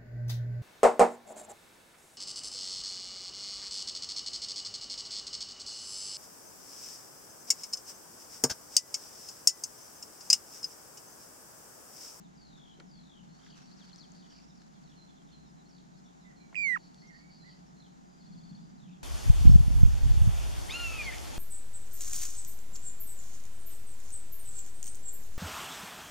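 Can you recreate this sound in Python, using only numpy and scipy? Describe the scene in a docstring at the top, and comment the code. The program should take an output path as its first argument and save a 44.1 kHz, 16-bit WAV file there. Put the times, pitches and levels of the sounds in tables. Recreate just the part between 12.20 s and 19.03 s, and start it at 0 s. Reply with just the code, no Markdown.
"""A plover on a muddy lake shore

A plover gives one falling whistle close by on the right, a nearly pure tone shaped by its throat.
A far wader calls, and songbirds twitter in frequency-modulated tones that echo from the trees
across the water. Damped ticks and faint scuffing lie over distant rumble, soft air and equipment hum."""
import sys
import numpy as np
from scipy import signal
from scipy.fft import rfft, irfft, next_fast_len
from scipy.io import wavfile
from scipy.ndimage import uniform_filter1d, map_coordinates

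SR = 44100
rng = np.random.default_rng(int(sys.argv[2]) if len(sys.argv) > 2 else 0)


def digitize_waveform(pressure):
    """Quantize a signal to 16-bit integers and store it at the path in sys.argv[1].

    Rows of a 2-D input are taken as channels; values are limited to [-1, 1].
    """
    field = np.atleast_2d(pressure).T
    bounded = np.clip(field, -1, 1)
    quanta = np.round(bounded * 32767).astype(np.int16)
    wavfile.write(sys.argv[1], SR, quanta)


N = 301203

# Noise spectra in the sum (mid) and difference (side) channels: (frequency [Hz], relative density [dB])
RUMBLE_MID_SPECTRUM = [(20, -24), (116, -21), (141, -2), (175, 0), (220, -6), (270, -17), (380, -38),
                       (900, -80)]
RUMBLE_SIDE_SPECTRUM = [(20, -26), (116, -22), (141, -3), (183, 0), (228, -4), (275, -15), (380, -34),
                        (900, -80)]
AIR_MID_SPECTRUM = [(20, 8), (110, 5.5), (255, 17), (400, 7.5), (520, -0.5), (750, 6), (1100, -2),
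                    (1900, -4), (2600, -7), (5000, -6.5), (7000, -4.5), (8400, -18), (12500, -25.5),
                    (15000, -34.5)]
AIR_SIDE_SPECTRUM = [(20, 2.5), (110, 8), (260, 23.5), (400, 9.5), (520, 8), (800, 16.5), (1100, 7),
                     (1450, 5.5), (2600, -8), (5000, -13), (7000, -3.5), (8400, -19), (12500, -24),
                     (15000, -38)]
# Partials of the hum: (frequency [Hz], level [dB])
HUM_PARTIALS = [(59.94, -75), (179.8, -67.5)]
# Spectral envelope of the buzz: (frequency [Hz], line level [dB])
BUZZ_ENVELOPE = [(5300, -112), (5800, -94), (6200, -124.5), (6700, -88.5), (7100, -95.5), (7600, -104)]
# Spectrum of scuffed mud: (frequency [Hz], relative density [dB])
SCUFF_SPECTRUM = [(300, -13), (600, -8.5), (1400, 1.5), (2500, -9), (6000, -2.5), (9000, -20), (13000, -33),
                  (15000, -29.5)]
# Songbird trills: (time [s], duration [s], start pitch [Hz], middle pitch [Hz], end pitch [Hz],
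# level [dB], warble depth [Hz], left minus right [dB])
TRILL_NOTES = [(0.149, .425, 5140, 3660, 3090, -68.5, 145, 4.5),
               (.685, 0.35, 5000, 3790, 2810, -69, 145, 5), (1.084, 0.12, 4270, 4400, 4680, -75, 110, 2),
               (1.188, .096, 3090, 3320, 3470, -74, 250, 1), (1.276, .14, 3620, 2890, 2870, -69.5, 300, -1),
               (1.993, 0.076, 4600, 3500, 3200, -71.5, 395, 2),
               (2.101, .11, 3350, 2750, 2670, -73.5, 250, 1), (2.35, .074, 5800, 4860, 4340, -70.5, 450, 2),
               (2.63, 0.12, 4570, 3750, 2900, -72.5, 240, 1.5),
               (3.06, 0.089, 3910, 3170, 2610, -77, 220, -1),
               (3.483, .14, 5700, 4430, 4030, -70.5, 330, -2),
               (3.857, 0.054, 4000, 3550, 3420, -76.5, 200, -4),
               (5.231, .11, 4500, 3570, 2740, -76.5, 220, 1), (5.594, 0.091, 4290, 3690, 2870, -71, 240, 0),
               (6.574, .17, 4350, 3190, 2430, -73.5, 180, 0)]
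# Ticks, soft knocks and one short high chip: (time [s], level [dB], centre frequency [Hz], width [octaves])
TICK_EVENTS = [(.588, -55.5, 400, 0.7), (0.5998, -46.5, 3170, 0.77), (.6, -57, 296, 0.48),
               (0.6032, -52.5, 1550, 0.39), (1.2644, -56, 2050, 0.57), (1.6965, -51, 3900, .32),
               (1.7074, -56, 3500, 0.29), (1.76, -49, 5240, .47), (1.9195, -47.5, 6660, 0.16),
               (4.328, -56, 1100, .75), (4.7446, -51.5, 5200, 0.56)]
# Bouts of hoarse chirps: (centre of first chirp [s], end of bout [s], first level [dB])
CHIRP_BOUTS = [(1.322, 2.23, -67.5), (4.644, 5.38, -66.5)]
# Songbird slides: (time [s], duration [s], start pitch [Hz], end pitch [Hz], level [dB])
SLIDE_NOTES = [(1.297, .014, 4550, 5260, -66), (1.513, 0.028, 4070, 5260, -64.5),
               (1.564, 0.072, 5900, 3020, -66), (1.71, 0.014, 3700, 3100, -70),
               (1.73, 0.0096, 4250, 4500, -56.5), (1.744, 0.01, 4700, 5400, -62),
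               (1.779, .044, 6210, 4050, -58.5), (1.826, .032, 3920, 3060, -66.5),
               (3.455, 0.024, 4360, 4520, -71), (3.767, .029, 5600, 5100, -74),
               (3.837, 0.038, 6530, 5420, -74.5), (4.868, 0.028, 6500, 5570, -67.5)]
# One bird's peeps: (time [s], level [dB])
PEEP_NOTES = [(2.755, -68.5), (3.11, -69.5), (4.157, -73.5), (5.175, -69), (5.546, -74.5)]
# Far wader: (time [s], duration [s], start pitch [Hz], middle pitch [Hz], end pitch [Hz], level [dB])
WADER_NOTES = [(4.041, 0.087, 2030, 2000, 1820, -68), (4.19, 0.093, 2380, 2330, 2270, -73),
               (4.813, 0.12, 1980, 2140, 2010, -66.5), (4.895, 0.09, 2050, 1830, 2070, -63.5),
               (4.981, 0.16, 2100, 2253, 2180, -72), (5.23, 0.079, 1720, 2025, 1860, -65)]
# Catches of the plover's voice before it whistles: (time [s], duration [s], pitch [Hz], level [dB])
VOICE_CATCHES = [(4.3456, 0.002, 2110, -35.5), (4.3548, 0.0052, 2540, -27.5)]
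# The whistle falters, holds, then sinks as it grows louder: (time [s], pitch [Hz], level [dB])
WHISTLE_CONTOUR = [(4.3637, 2413, -27), (4.3715, 2518, -33), (4.375, 2386, -28.3), (4.422, 2370, -28),
                   (4.452, 2263, -25), (4.497, 2058, -24.5), (4.53, 1952, -24.5), (4.552, 1885, -26),
                   (4.56, 1640, -32)]
# Response of the plover's throat, with a resonance near 7 kHz: (frequency [Hz], gain [dB])
THROAT_RESPONSE = [(700, -18), (1100, -2), (1400, 0), (2550, 0), (3750, -28), (4100, -21), (4750, -11),
                   (5800, -26), (6500, -11), (7200, -4), (8600, -16), (9400, -29), (12200, -23),
                   (14500, -32)]
# Air hissing along with the whistle: (frequency [Hz], relative density [dB])
BREATH_SPECTRUM = [(1200, -24), (2500, -15), (2820, 2), (3150, -24), (4500, -25), (5500, -25.5),
                   (6300, -17), (8000, -43), (14000, -52)]
# Response of the whistle on the left, relative to the right, with a notch where a ground reflection interferes:
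# (frequency [Hz], gain [dB])
LEFT_RESPONSE = [(1400, -7), (1860, -10), (1940, -14), (2000, -23), (2170, -15), (2400, -10.5), (4700, -7),
                 (6000, 5), (7200, 0), (8000, -4), (11000, 1)]
# Later arrival of the whistle on the left: (frequency [Hz], phase delay [s])
LEFT_DELAY = [(1950, .00044), (2050, .00032), (2400, .00026), (4000, .000205)]


def amp(db):
    """Amplitude grows tenfold for every 20 dB."""
    return 10 ** (np.asarray(db) / 20)


def unit(x):
    """Normalisation to an rms of 1."""
    return x / np.sqrt(np.mean(x ** 2) + 1e-20)


def along(points, hz):
    """Interpolation of (frequency, value) points on a logarithmic frequency axis."""
    frequencies, values = np.transpose(points)
    return np.interp(np.log(hz + 1), np.log(frequencies + 1), values)


def wobble(rate, size=N):
    """Smooth random modulation: a spline through `rate` Gaussian values a second."""
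    knots = rng.standard_normal(int(size * rate / SR) + 4)
    return map_coordinates(knots, [np.arange(size) * rate / SR])


def filtered(x, response):
    """Linear filtering: the spectrum is multiplied by a frequency response."""
    size = x.shape[-1]
    padded = next_fast_len(size + 8192)
    return irfft(rfft(x, padded) * response(np.fft.rfftfreq(padded, 1 / SR)), padded)[..., :size]


def phase_of(hz):
    """Phase is the time integral of frequency."""
    return 2 * np.pi * np.cumsum(hz) / SR


def add(track, s, sound, pan_db=0):
    """Superposition at time s, with the left channel pan_db above the right."""
    start = max(0, round(s * SR))
    part = (sound * amp([[pan_db / 2], [-pan_db / 2]]))[:, :N - start]
    track[:, start:start + part.shape[1]] += part


def coloured_noise(spectrum):
    """White noise takes on the spectrum of its filter."""
    return filtered(rng.standard_normal(N), lambda hz: amp(along(spectrum, hz)))


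def stereo_noise(mid_spectrum, side_spectrum):
    """Mid-side stereo from two independent noises, scaled so that the mid has rms 1."""
    mid, side = coloured_noise(mid_spectrum), coloured_noise(side_spectrum)
    return np.array([mid + side, mid - side]) / np.std(mid)


def note(length, pitches, warble_hz, warble_rate, flutter_db, edge):
    """Frequency modulation, warble_hz deep, of a tone arching through three pitches."""
    size = int(length * SR)
    progress = np.linspace(0, 1, size)
    cycle = phase_of(warble_rate * (1 + .07 * wobble(30, size)))
    rasp = (28 + .45 * warble_hz) * wobble(500, size)
    arch = np.polyval(np.polyfit([0, .5, 1], pitches, 2), progress)
    pitch = arch + 0.9 * warble_hz * np.sin(cycle) + rasp
    envelope = np.sin(np.pi / 2 * np.clip(np.minimum(progress, 1 - progress) / edge, 0, 1))
    # a deep warble breaks the tone into pulses, loudest on each downstroke
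    pulsing_db = -5.5 * np.tanh((warble_hz / 130) ** 2) * np.cos(cycle)
    return unit(envelope * amp(pulsing_db + flutter_db * wobble(70, size)) * np.sin(phase_of(pitch)))


def tree_echo(x, t60, build_s):
    """Diffuse reflection from the trees: convolution with noise that builds, then decays."""
    t = np.arange(SR) / SR
    tail = rng.standard_normal((2, SR)) * amp(-60 * t / t60) * (1 - np.exp(-(t / build_s) ** 2))
    return signal.fftconvolve(x, tail / np.linalg.norm(tail[0]), axes=1)[:, :N]


def distant_rumble():
    """Low-frequency noise under slow amplitude modulation: it wavers, and swells once."""
    start_s, rise_s, hold_s, fall_s = 5.91, 0.2, 0.47, 0.46
    swell_db = np.interp(np.arange(N) / SR, np.cumsum([start_s, rise_s, hold_s, fall_s]), [0, 7.5, 7.5, 0])
    gain = amp(-61 + swell_db + 1.5 * wobble(8))
    return gain * stereo_noise(RUMBLE_MID_SPECTRUM, RUMBLE_SIDE_SPECTRUM)


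def soft_air():
    """Broadband noise, nearly stationary in level."""
    return amp(-65 + .4 * wobble(3)) * stereo_noise(AIR_MID_SPECTRUM, AIR_SIDE_SPECTRUM)


def equipment_hum():
    """A line spectrum: two wavering low partials and a thin buzz of high harmonics."""
    hum = sum(amp(db + 2.16 * wobble(6.9)) * unit(np.sin(phase_of(hz + 0.6 * wobble(4.05))))
              for hz, db in HUM_PARTIALS)
    t, harmonics_hz = np.arange(N) / SR, 119.88 * np.arange(46, 63)
    buzz = sum(amp(along(BUZZ_ENVELOPE, hz)) * unit(np.sin(2 * np.pi * (hz * t + rng.random())))
               for hz in harmonics_hz)
    return hum + buzz


def mud_scuffing():
    """Rapid random modulation makes noise crackle; it peaks as the plover runs past on the mud."""
    peak_s, peak_db, floor_db = 1.22, -64.5, -75.5
    rise_db_per_s, fade_db_per_s = 55, 5.5
    since_peak = np.arange(N) / SR - peak_s
    drop_db = np.maximum(-since_peak * rise_db_per_s, since_peak * fade_db_per_s)
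    grains = amp(3 * wobble(45) + 3 * wobble(700))
    crackle = unit(grains * stereo_noise(SCUFF_SPECTRUM, SCUFF_SPECTRUM))
    return amp(np.maximum(peak_db - drop_db, floor_db)) * crackle


def stray_twitter(count=50):
    """From deep in the wood, the reverberant sound of random chirps outweighs the direct sound."""
    track = np.zeros((2, N))
    for when, height, slope, size in rng.random((count, 4)):
        hz = 3200 + 2500 * height
        pitches = [hz * (1 + .15 * slope), hz, hz * .95]
        chirp = note(.03 + .04 * size, pitches, warble_hz=120, warble_rate=60, flutter_db=2, edge=.3)
        add(track, when * N / SR, amp(-79 + 4 * size) * chirp)
    return .5 * track + tree_echo(track, t60=0.13, build_s=0.0068)


def trills(fade_db=0.8, near_db=-66.5):
    """Deep modulation makes notes buzz. Returns the direct sound and the share sent to the trees."""
    direct, to_trees = np.zeros((2, 2, N))
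    for s, length, *pitches, db, warble_hz, pan_db in TRILL_NOTES:
        trill = note(length, pitches, warble_hz, warble_rate=50, flutter_db=1.1, edge=.1)
        trill *= amp(db + fade_db * np.linspace(.5, -.5, len(trill)))
        echo_db = -6.5 + .5 * (near_db - db)  # fainter birds are further off, so more reverberant
        add(direct, s, trill, pan_db)
        add(to_trees, s, amp(echo_db) * trill, pan_db)
    return direct, to_trees


def water_reflection(x, gain=.35, delay_s=.0009):
    """Interference of direct and reflected paths: a gliding note swells and dips."""
    return filtered(x, lambda hz: 1 + gain * np.exp(-2j * np.pi * hz * delay_s))


def ticks(decay_cycles=62, lead_samples=200):
    """Damped bursts of band noise: each falls 60 dB in decay_cycles, so low ones last longer."""
    track, t = np.zeros((2, N)), np.arange(SR // 10) / SR
    for s, db, centre_hz, octaves in TICK_EVENTS:
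        def band(hz):
            bell = np.exp(-.5 * (np.log2((hz + 1) / centre_hz) / octaves) ** 2)
            return bell / np.sqrt(1 + hz / centre_hz + (hz / 7000) ** 7)

        t60 = decay_cycles / centre_hz
        noise = rng.standard_normal(len(t)) + 0.64 * rng.standard_normal((2, len(t)))
        decaying = np.pad(noise * amp(-60 * t / t60), ((0, 0), (lead_samples, 0)))
        burst = filtered(decaying, band) / np.std(filtered(noise, band))
        add(track, s - lead_samples / SR, amp(db) * burst, pan_db=2.5)
    return track


def hoarse_chirps(period_s=.166, length_s=.17, width_hz=250):
    """Narrow-band noise has a raspy pitch; through a bout each chirp is higher and louder."""
    track, size = np.zeros((2, N)), int(length_s * SR)
    for first, end, db in CHIRP_BOUTS:
        for k, s in enumerate(np.arange(first, end, period_s)):
            centre_hz = 4460 + 42 * k
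            noise = rng.standard_normal(size)
            rasp = unit(filtered(noise, lambda hz: 1 / (1 + ((hz - centre_hz) / width_hz) ** 2)))
            add(track, s - length_s / 2, amp(db + 0.83 * k) * np.hanning(size) * rasp, pan_db=1.5)
    return track


def slides():
    """Quick frequency sweeps, up or down, sagging midway below the geometric mean pitch."""
    track = np.zeros((2, N))
    for s, length, start_hz, end_hz, db in SLIDE_NOTES:
        pitches = [start_hz, 0.96 * np.sqrt(start_hz * end_hz), end_hz]
        slide = note(length, pitches, warble_hz=30, warble_rate=65, flutter_db=2, edge=.1)
        add(track, s, amp(db) * slide, pan_db=6)
    return track


def chip_run(count=4, start_s=2.095, period_s=.061):
    """Periodic downward sweeps, high in pitch, fading slightly on the right."""
    track = np.zeros((2, N))
    for k in range(count):
        chip = note(0.0414, [5770, 5360, 5130], warble_hz=200, warble_rate=51, flutter_db=0, edge=.15)
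        add(track, start_s + k * period_s, amp(-70 - 0.2 * k) * chip, pan_db=-7)
    return track


def peeps():
    """Shallow modulation leaves a plain tone, which dips in pitch and levels out."""
    track = np.zeros((2, N))
    for s, db in PEEP_NOTES:
        peep = note(0.0947, [4380, 4110, 4140], warble_hz=35, warble_rate=50, flutter_db=3.5, edge=.25)
        add(track, s, amp(db) * peep, pan_db=-4.5)
    return track


def far_wader():
    """Reverberation blurs mellow, slurred whistles from the right."""
    track = np.zeros((2, N))
    for s, length, *pitches, db in WADER_NOTES:
        whistle = note(length, pitches, warble_hz=25, warble_rate=60, flutter_db=2.5, edge=.2)
        add(track, s, amp(db) * whistle, pan_db=-11)
    track[0] *= -1  # at this pitch the two channels are in antiphase
    return track + amp(-8) * tree_echo(track, t60=.45, build_s=.025)


def plover_voice():
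    """Source and filter: the weak overtones of a whistle slide through the throat's resonances."""
    t = np.arange(N) / SR
    times, contour_hz, contour_db = np.transpose(WHISTLE_CONTOUR)
    # at the end the voice cracks to a lower, harsher note that plunges
    crack_s, crack_hz, plunge_hz_per_s, fade_db_per_s = 0.017, 1417, 34000, 405
    since_crack = t - times[-1]
    voiced, cracked = (t > times[0]) & (since_crack < crack_s), since_crack > 0
    plunge_s = np.clip(since_crack, 0, crack_s)
    pitch = np.where(cracked, crack_hz - plunge_hz_per_s * plunge_s, np.interp(t, times, contour_hz))
    level_db = np.where(cracked, -28 - fade_db_per_s * plunge_s, np.interp(t, times, contour_db))
    overtone_db = np.where(cracked, -10.5 + 1100 * plunge_s, -1)
    for s, length, hz, db in VOICE_CATCHES:
        catch = (t > s) & (t < s + length)
        pitch[catch], voiced[catch] = hz, True
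        level_db[catch] = db - 2400 * (t[catch] - s)
    # the voice needs about a millisecond to start, stop or jump
    pitch = uniform_filter1d(pitch, size=40)
    envelope = voiced * amp(level_db + .15 * wobble(220))
    envelope = uniform_filter1d(uniform_filter1d(envelope, size=40), size=30)
    phase = phase_of(pitch * (1 + 0.0031 * wobble(400)))
    partials = [amp(along(THROAT_RESPONSE, k * pitch)) * np.sin(k * phase) / k ** 2 for k in range(1, 8)]
    overtones = amp(uniform_filter1d(overtone_db, size=80)) * sum(partials[1:])
    breath = amp(-38.5) * unit(coloured_noise(BREATH_SPECTRUM))
    return np.sqrt(2) * envelope * (partials[0] + overtones + breath)


def near_plover():
    """Level and time differences place the plover on the right: on the left a ground reflection interferes, and
    the sound arrives late."""
    def left_path(hz):
        return amp(along(LEFT_RESPONSE, hz)) * np.exp(-2j * np.pi * hz * along(LEFT_DELAY, hz))

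    right = plover_voice()
    echo = tree_echo(np.array([right, right]), t60=0.61, build_s=0.049)
    return np.array([filtered(right, left_path), right]) + amp(-52.5) * echo


def pip_run(count=7, start_s=6.003, period_s=.0572):
    """Periodic pairs of tones, high then low, grow louder over a long thin whistle."""
    track = np.zeros((2, N))
    for k in range(count):
        s, db = start_s + k * period_s, -69 + 0.63 * k
        high = note(.027, [4200, 4420, 4350], warble_hz=95, warble_rate=75, flutter_db=3, edge=.25)
        low = note(.028, [3650, 3450, 3650], warble_hz=120, warble_rate=70, flutter_db=4, edge=.25)
        add(track, s, amp(db) * high, pan_db=4.5)
        add(track, s + 0.022, amp(db - 9.5) * low, pan_db=-2)
    thin = note(.78, [4860, 4800, 4800], warble_hz=12, warble_rate=50, flutter_db=2, edge=.1)
    add(track, 5.83, amp(-76.5) * thin, pan_db=-1)
    return track


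def songbirds():
    """Each kind of song has its own ratio of direct to reverberant sound."""
    trilling, to_trees = trills()
    sliding, peeping = slides(), peeps()
    echo = tree_echo(to_trees + amp(-9) * sliding + amp(-1.5) * peeping, t60=.55, build_s=0.018)
    runs = chip_run() + pip_run() + hoarse_chirps()
    run_echo = amp(-5) * tree_echo(runs, t60=0.48, build_s=0.022)
    return water_reflection(trilling) + sliding + peeping + echo + runs + run_echo


def scene():
    """Superposition: the sound pressures of all sources on the shore add, in stereo."""
    birds = near_plover() + far_wader() + songbirds() + stray_twitter()
    return birds + ticks() + mud_scuffing() + distant_rumble() + soft_air() + equipment_hum()


def record(dry):
    """Band limiting: an ideal low-pass filter removes everything above 15 kHz."""
    return filtered(dry, lambda hz: hz < 15000)


dry = scene()
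out = record(dry)
digitize_waveform(out)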